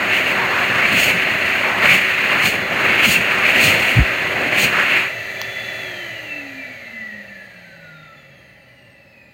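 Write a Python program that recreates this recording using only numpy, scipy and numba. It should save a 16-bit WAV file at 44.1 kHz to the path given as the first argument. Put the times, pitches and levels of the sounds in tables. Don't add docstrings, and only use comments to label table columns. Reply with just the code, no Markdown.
import sys
import numpy as np
from scipy import signal
from scipy.fft import rfft, irfft, next_fast_len
from scipy.io import wavfile
from scipy.ndimage import uniform_filter1d
from numba import njit

SR = 44100
rng = np.random.default_rng(int(sys.argv[2]) if len(sys.argv) > 2 else 0)


def output_pcm(signal):
    pcm = np.clip(np.atleast_2d(signal).T, -1, 1) * 32767
    wavfile.write(sys.argv[1], SR, np.round(pcm).astype(np.int16))


N = 411453
TIME = np.arange(N) / SR
FREQ = np.maximum(np.arange(N // 2 + 1) * SR / N, 1)
FULL_SPEED_HZ, TOP_HZ = 382, 15800


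def undb(db):
    return 10 ** (np.asarray(db) / 20)


def curves(table):
    times, *columns = np.transpose(table)
    return [np.interp(TIME, times, column) for column in columns]


def colour(points, hz=FREQ):
    freqs, db = np.transpose(points)
    return undb(np.interp(np.log(hz), np.log(freqs), db))


def resonance_gain(modes, hz=FREQ):
    peaks = sum(undb(db) ** 2 / (1 + (2 * (hz - f) / width) ** 2) ** 2 for f, width, db in modes)
    return np.sqrt(1 + peaks)


def noise(gain):
    size = next_fast_len(N, True)
    gain = np.interp(np.arange(size // 2 + 1) * SR / size, FREQ, gain)
    x = irfft(rfft(rng.standard_normal(size)) * gain, size)[:N]
    return x / x.std()


def ringing_air(modes):
    return sum(undb(db) * noise(1 / (1 + (2 * (FREQ - hz) / width) ** 2)) for hz, width, db in modes)


def steady(x, size=SR // 10):
    return x / np.sqrt(uniform_filter1d(x ** 2, size) + 1e-12)


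def walk(rate_hz):
    knots = rng.standard_normal(4096)
    return np.sqrt(3 / 2) * np.interp(TIME * rate_hz, np.arange(len(knots)), knots)


@njit
def band(x, hz, width_hz):
    y, band_state, low_state = np.empty(len(x)), 0., 0.
    for i in range(len(x)):
        g, damping = np.tan(np.pi * hz[i] / SR), width_hz / hz[i]
        v = (band_state + g * (x[i] - low_state)) / (1 + g * (g + damping))
        band_state, low_state = 2 * v - band_state, low_state + 2 * g * v
        y[i] = damping * v
    return y


def below(x, hz):
    return signal.sosfiltfilt(signal.butter(2, hz, fs=SR, output="sos"), x)


def room(x, wet_db, t60):
    t = TIME[:SR // 2]
    tail = rng.standard_normal(len(t)) * undb(-60 * t / t60) * (t > .003)
    response = undb(wet_db) * tail / np.linalg.norm(tail)
    response[0] = 1
    return signal.fftconvolve(x, response / np.linalg.norm(response))[:N]


# (frequency [Hz], relative level [dB])
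ROOM_TONE = [(25, -32), (60, -7), (115, -4), (200, -4), (420, -16), (600, -21), (1000, -22), (2000, -29),
             (5000, -46.5), (15000, -38)]

def room_tone():
    return noise(colour(ROOM_TONE)) * undb(-54)


def shaft_speed(coast_at_s=5.8005, drag_per_s=.2993, friction_per_s=.2255):
    fade = np.exp(-friction_per_s * np.maximum(TIME - coast_at_s, 0))
    return FULL_SPEED_HZ * fade / (1 + drag_per_s / friction_per_s * (1 - fade))


# (frequency [Hz], relative level [dB])
RUSH_SPECTRUM = [(30, -30), (70, -6), (160, 0), (450, -2.5), (700, 2.5), (1050, -8.5), (2000, 5.5),
                 (2900, 1), (3600, -8.5), (5300, -21), (8500, -21), (10500, -28), (12500, -19),
                 (15500, -21)]
# (frequency [Hz], width [Hz], gain [dB])
HOUSING_MODES = [(115.4, 15.6, 12.5), (598, 110, 8), (812, 22, 3.5), (1344, 160, 5), (1750, 88, 11),
                 (1957, 155, 13), (2340, 210, 4), (2667, 62, 11), (4126, 490, 11), (4560, 130, 12),
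                 (6470, 1000, 10.5)]
# (frequency [Hz], width [Hz], level at full speed [dB])
CAVITY_MODES = [(565, 80, -45), (818, 43, -57), (1930, 180, -57.5), (2644, 29, -54.5), (4360, 960, -55.5)]

def blower(speed, rush_db=-27, speed_power=2.29):
    slowing_db = 20 * np.log10(speed / FULL_SPEED_HZ)
    air = noise(colour(RUSH_SPECTRUM) * resonance_gain(HOUSING_MODES))
    low, high = below(air, 900), air - below(air, 4900)
    middle = air - low - high
    dulled = low * undb(-.05 * slowing_db) + middle + high * undb(.36 * slowing_db)
    rush = dulled * undb(rush_db + speed_power * slowing_db)
    ring = ringing_air(CAVITY_MODES) * undb(1.1 * slowing_db)
    return room(rush + ring, wet_db=-7.5, t60=.35)


# (frequency [Hz], width [Hz], gain [dB])
MOUNT_MODES = [(355, 36, 18.5), (273, 52, 19.5), (234, 27, 16), (209, 27, 22.5), (156, 34, 17)]

def shaft_hum(speed, angle):
    near_db = np.interp(TIME, [4.9, 5.2], [8, 0])
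    gain = undb(-57.5 + near_db) * resonance_gain(MOUNT_MODES, speed) * (speed / FULL_SPEED_HZ) ** .99
    return room(gain * np.sin(angle), wet_db=-1, t60=.65)


# (frequency [Hz], gain [dB])
OUTLET_RESPONSE = [(1100, -37), (1230, -29), (1380, -7.5), (1590, -12.5), (1830, -6), (1970, 2),
                   (2130, -3.5), (2300, 0.5), (2460, -5), (2660, 2), (3450, -3.5)]

def blade_tone(speed, angle, blades=9, waver_db=2.9):
    hz = blades * speed
    tone = undb(1.8 * walk(60)) * np.sin(blades * angle + .45 * walk(90))
    shade_db = np.interp(TIME, [5.33, 5.42], [-6.5, 0])
    tone *= undb(-41 + shade_db + waver_db * walk(8))
    tone *= resonance_gain(HOUSING_MODES, hz) * colour(OUTLET_RESPONSE, hz)
    return room(tone, wet_db=-2.5, t60=.64)


WHINE_HARMONICS = [-73, -71, -73, -79, -83]
# (frequency [Hz], gain [dB])
VENT_RESPONSE = [(2400, 17), (2700, 16.5), (3100, 6), (3800, 12), (5000, -5), (5500, -6), (5950, -13),
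                 (6500, -3), (7300, -9), (8300, -6), (9000, -1), (10000, -11), (10500, -25), (11500, -7),
                 (13300, -6), (15300, -2)]

def brush_whine(speed, angle, bars=24, chatter_rad=1.05):
    whine = 0
    for k, db in enumerate(WHINE_HARMONICS, 1):
        hz = k * bars * speed
        line = undb(2.5 * walk(24)) * np.sin(k * bars * angle + chatter_rad * walk(140))
        whine += undb(db) * line * (hz < TOP_HZ) * colour(VENT_RESPONSE, hz)
    strike = 2.1 * (speed / FULL_SPEED_HZ) ** .53
    return room(whine * strike, wet_db=5, t60=.34)


def motor(speed):
    angle = 2 * np.pi * np.cumsum(speed * (1 + .001 * walk(25))) / SR
    return np.sqrt(2) * (shaft_hum(speed, angle) + blade_tone(speed, angle) + brush_whine(speed, angle))


def swell(at, half_s, flatness=2):
    return np.exp(-.5 * np.abs((TIME - at) / half_s) ** flatness)


# (time [s], half length [s], resonance [Hz], level [dB])
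CUPPINGS = [(0.012, 0.029, 1300, -27), (0.416, 0.079, 880, -26.5), (0.565, 0.044, 1220, -23.5),
            (0.775, 0.065, 1480, -23), (1.73, 0.097, 910, -28), (1.865, 0.036, 1330, -27),
            (2.38, 0.053, 1160, -27), (2.83, 0.076, 1230, -29), (3.378, 0.07, 1480, -26),
            (4.775, 0.042, 1410, -20)]

def cupped_palm(flat_palm_db=-40, width_hz=920.):
    _, hz, _ = curves(CUPPINGS)
    gain = undb(flat_palm_db) + sum(undb(db) * swell(at, half_s) for at, half_s, _, db in CUPPINGS)
    ring = band(rng.standard_normal(N), hz, width_hz)
    return steady(band(ring, hz, width_hz)) * gain


# (frequency [Hz], relative level [dB])
HISS_SPECTRUM = [(1500, -28), (3000, 17), (3800, 6.5), (4300, 13.5), (5300, -1), (6100, 4.5), (6800, 10),
                 (7400, 3.5), (8400, 5), (10000, -1), (11400, -5), (12800, 3.5), (15500, 3.5)]
# (frequency [Hz], width [Hz], relative level [dB])
EDGE_WHISTLES = [(4280, 44, -5), (6720, 70, -21), (6670, 60, -13)]

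def skin_hiss(rise_db):
    hiss_db = -43.5 + rise_db
    whistles = ringing_air(EDGE_WHISTLES) * undb(.67 * hiss_db - 11)
    bite = band(rng.standard_normal(N), np.full(N, 5500.), width_hz=2500.)
    bite *= undb(-4 + .26 * (hiss_db - hiss_db.max()))
    hiss = noise(colour(HISS_SPECTRUM)) * undb(6) + bite
    return hiss * undb(hiss_db + .6 * walk(45)) + whistles


# (time [s], roar level [dB], flutter level [dB])
HAND_TURNS = [(0.0, -21.5, -26.5), (0.4, -20.5, -28.5), (0.86, -17, -26.9), (1.16, -19.5, -26.8),
              (1.21, -17.4, -28.5), (1.37, -20.5, -28.5), (1.56, -17, -28.5), (1.77, -21, -28),
              (1.86, -12.1, -22.9), (2.15, -19.5, -35.5), (2.31, -15.5, -26.5), (2.64, -25, -28.5),
              (2.88, -15, -23), (3.08, -20.5, -27), (3.29, -18.0, -28.5), (3.74, -17, -22.5),
              (4.14, -21.5, -31.5), (4.41, -21.5, -25), (4.98, -16, -29.5), (5.1, -24, -40)]
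# (time [s], half length [s], hiss rise [dB], roar rise [dB])
CLOSE_PASSES = [(0.161, 0.035, 10, 7), (0.3, 0.035, 5, 2.5), (1.028, 0.074, 16, 5), (1.939, 0.044, 8, 1.5),
                (2.477, 0.044, 17.5, 5.8), (3.102, 0.06, 20.5, 8.5), (3.486, 0.028, 6.5, 3.8),
                (3.65, 0.063, 16.5, 6), (3.866, 0.071, 8.5, 2), (4.62, 0.046, 19, 6.5)]
# (frequency [Hz], relative level [dB])
ROAR_SPECTRUM = [(300, -15), (900, -3.5), (1400, -1.5), (2000, -0.5), (2750, 2), (3200, -8), (3800, -12.5),
                 (4300, -11.5), (5200, -20.5), (8000, -54)]
# (frequency [Hz], relative level [dB])
FLUTTER_SPECTRUM = [(30, -42), (70, -4), (130, 0), (220, 4), (450, 1), (570, 5.5), (700, 3.5), (950, -4.5),
                    (1500, -6.5), (3000, -41)]

def jet(open_roar_db=-18, open_gap_hz=2060, gap_hz_per_db=24.5, cup_pull_hz=169, lead_s=.011):
    roar_db, flutter_db = curves(HAND_TURNS)
    close_db = sum(db * swell(at, half_s, flatness=2.05) for at, half_s, db, _ in CLOSE_PASSES)
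    rise_db = close_db + roar_db - open_roar_db
    surge_db = sum(db * swell(at - lead_s, half_s) for at, half_s, _, db in CLOSE_PASSES)
    choke_db = -5.5 / (1 + np.exp(16.5 - close_db))
    roar_gain = undb(roar_db + surge_db + choke_db + .5 * walk(16))
    cupping = sum(swell(at, half_s) for at, half_s, _, _ in CUPPINGS)
    gap_hz = open_gap_hz + gap_hz_per_db * rise_db - cup_pull_hz * cupping
    eddies = undb(.96 * walk(70))
    roar = steady(band(noise(colour(ROAR_SPECTRUM)), gap_hz, width_hz=1000.)) * roar_gain
    palm = cupped_palm()
    flutter = noise(colour(FLUTTER_SPECTRUM)) * undb(flutter_db)
    air = roar + palm + flutter + skin_hiss(rise_db) + gap_hoots()
    hand_in_stream = np.interp(TIME, [5.05, 5.15], [1, 0])
    return room(hand_in_stream * eddies * air, wet_db=-13.5, t60=.35)


# (time [s], half length [s], pitch [Hz], level [dB])
GAP_HOOTS = [(0.85, .02, 2300, -17), (1.905, .025, 2280, -11.5), (3.0, .02, 2450, -18),
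             (3.163, 0.014, 2690, -14.5), (3.464, 0.011, 2430, -13), (4.574, .016, 2530, -18),
             (4.973, 0.033, 2390, -18.5)]

def gap_hoots(width_hz=150.):
    air = rng.standard_normal(N)
    out = np.zeros(N)
    for at, half_s, hz, db in GAP_HOOTS:
        centre = np.full(N, float(hz))
        hoot = band(band(air, centre, width_hz), centre, 6.6 * width_hz)
        out += steady(hoot, size=SR // 30) * undb(db) * swell(at, half_s)
    return out


# (time [s], level [dB], half length [s], centre [Hz])
MIC_GUSTS = [(0.954, -25, 0.035, 220), (1.07, -30, .015, 180), (1.156, -28, 0.023, 150),
             (1.92, -28, 0.045, 170), (2.464, -26, .022, 160), (3.083, -20, 0.014, 200),
             (3.103, -30, 0.014, 75), (3.189, -27, 0.019, 170), (3.668, -24, 0.02, 110),
             (3.98, -10, 0.013, 108), (4.001, -9.5, .016, 66), (4.646, -26, 0.014, 150)]

def gusts():
    out = np.zeros(N)
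    uneven_time = np.cumsum(np.exp(.22 * walk(170))) / SR
    air = rng.standard_normal(N)
    rumble = steady(below(air, 250) - below(air, 40), size=SR // 40)
    for at, db, half_s, hz in MIC_GUSTS:
        swings = np.sqrt(2) * np.sin(2 * np.pi * hz * uneven_time)
        out += undb(db) * swell(at, half_s) * (swings + .29 * rumble)
    return out


def relay(at=5.4155, attack_s=.00022, decay_s=.00077):
    t = np.maximum(TIME - at, 0)
    # (frequency [Hz], relative level [dB])
    modes = [(1000, -4), (3300, -1), (4400, -2), (5900, -6), (12500, -14), (15000, -10.5)]
    ring = sum(undb(db) * np.sin(2 * np.pi * hz * t) for hz, db in modes)
    envelope = np.exp(-t / decay_s) * (1 - np.exp(-t / attack_s)) ** 2
    return room(ring * envelope * undb(-6), wet_db=-14, t60=.19)


def scene():
    speed = shaft_speed()
    return (jet() + blower(speed) + motor(speed) + relay() + gusts() + room_tone())[None]


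def record(dry):
    low_cut = signal.butter(4, 45, "high", fs=SR, output="sos")
    high_cut = signal.ellip(10, .1, 80, TOP_HZ, fs=SR, output="sos")
    return signal.sosfilt(high_cut, np.clip(signal.sosfilt(low_cut, dry), -1, 1))


dry = scene()
out = record(dry)
output_pcm(out)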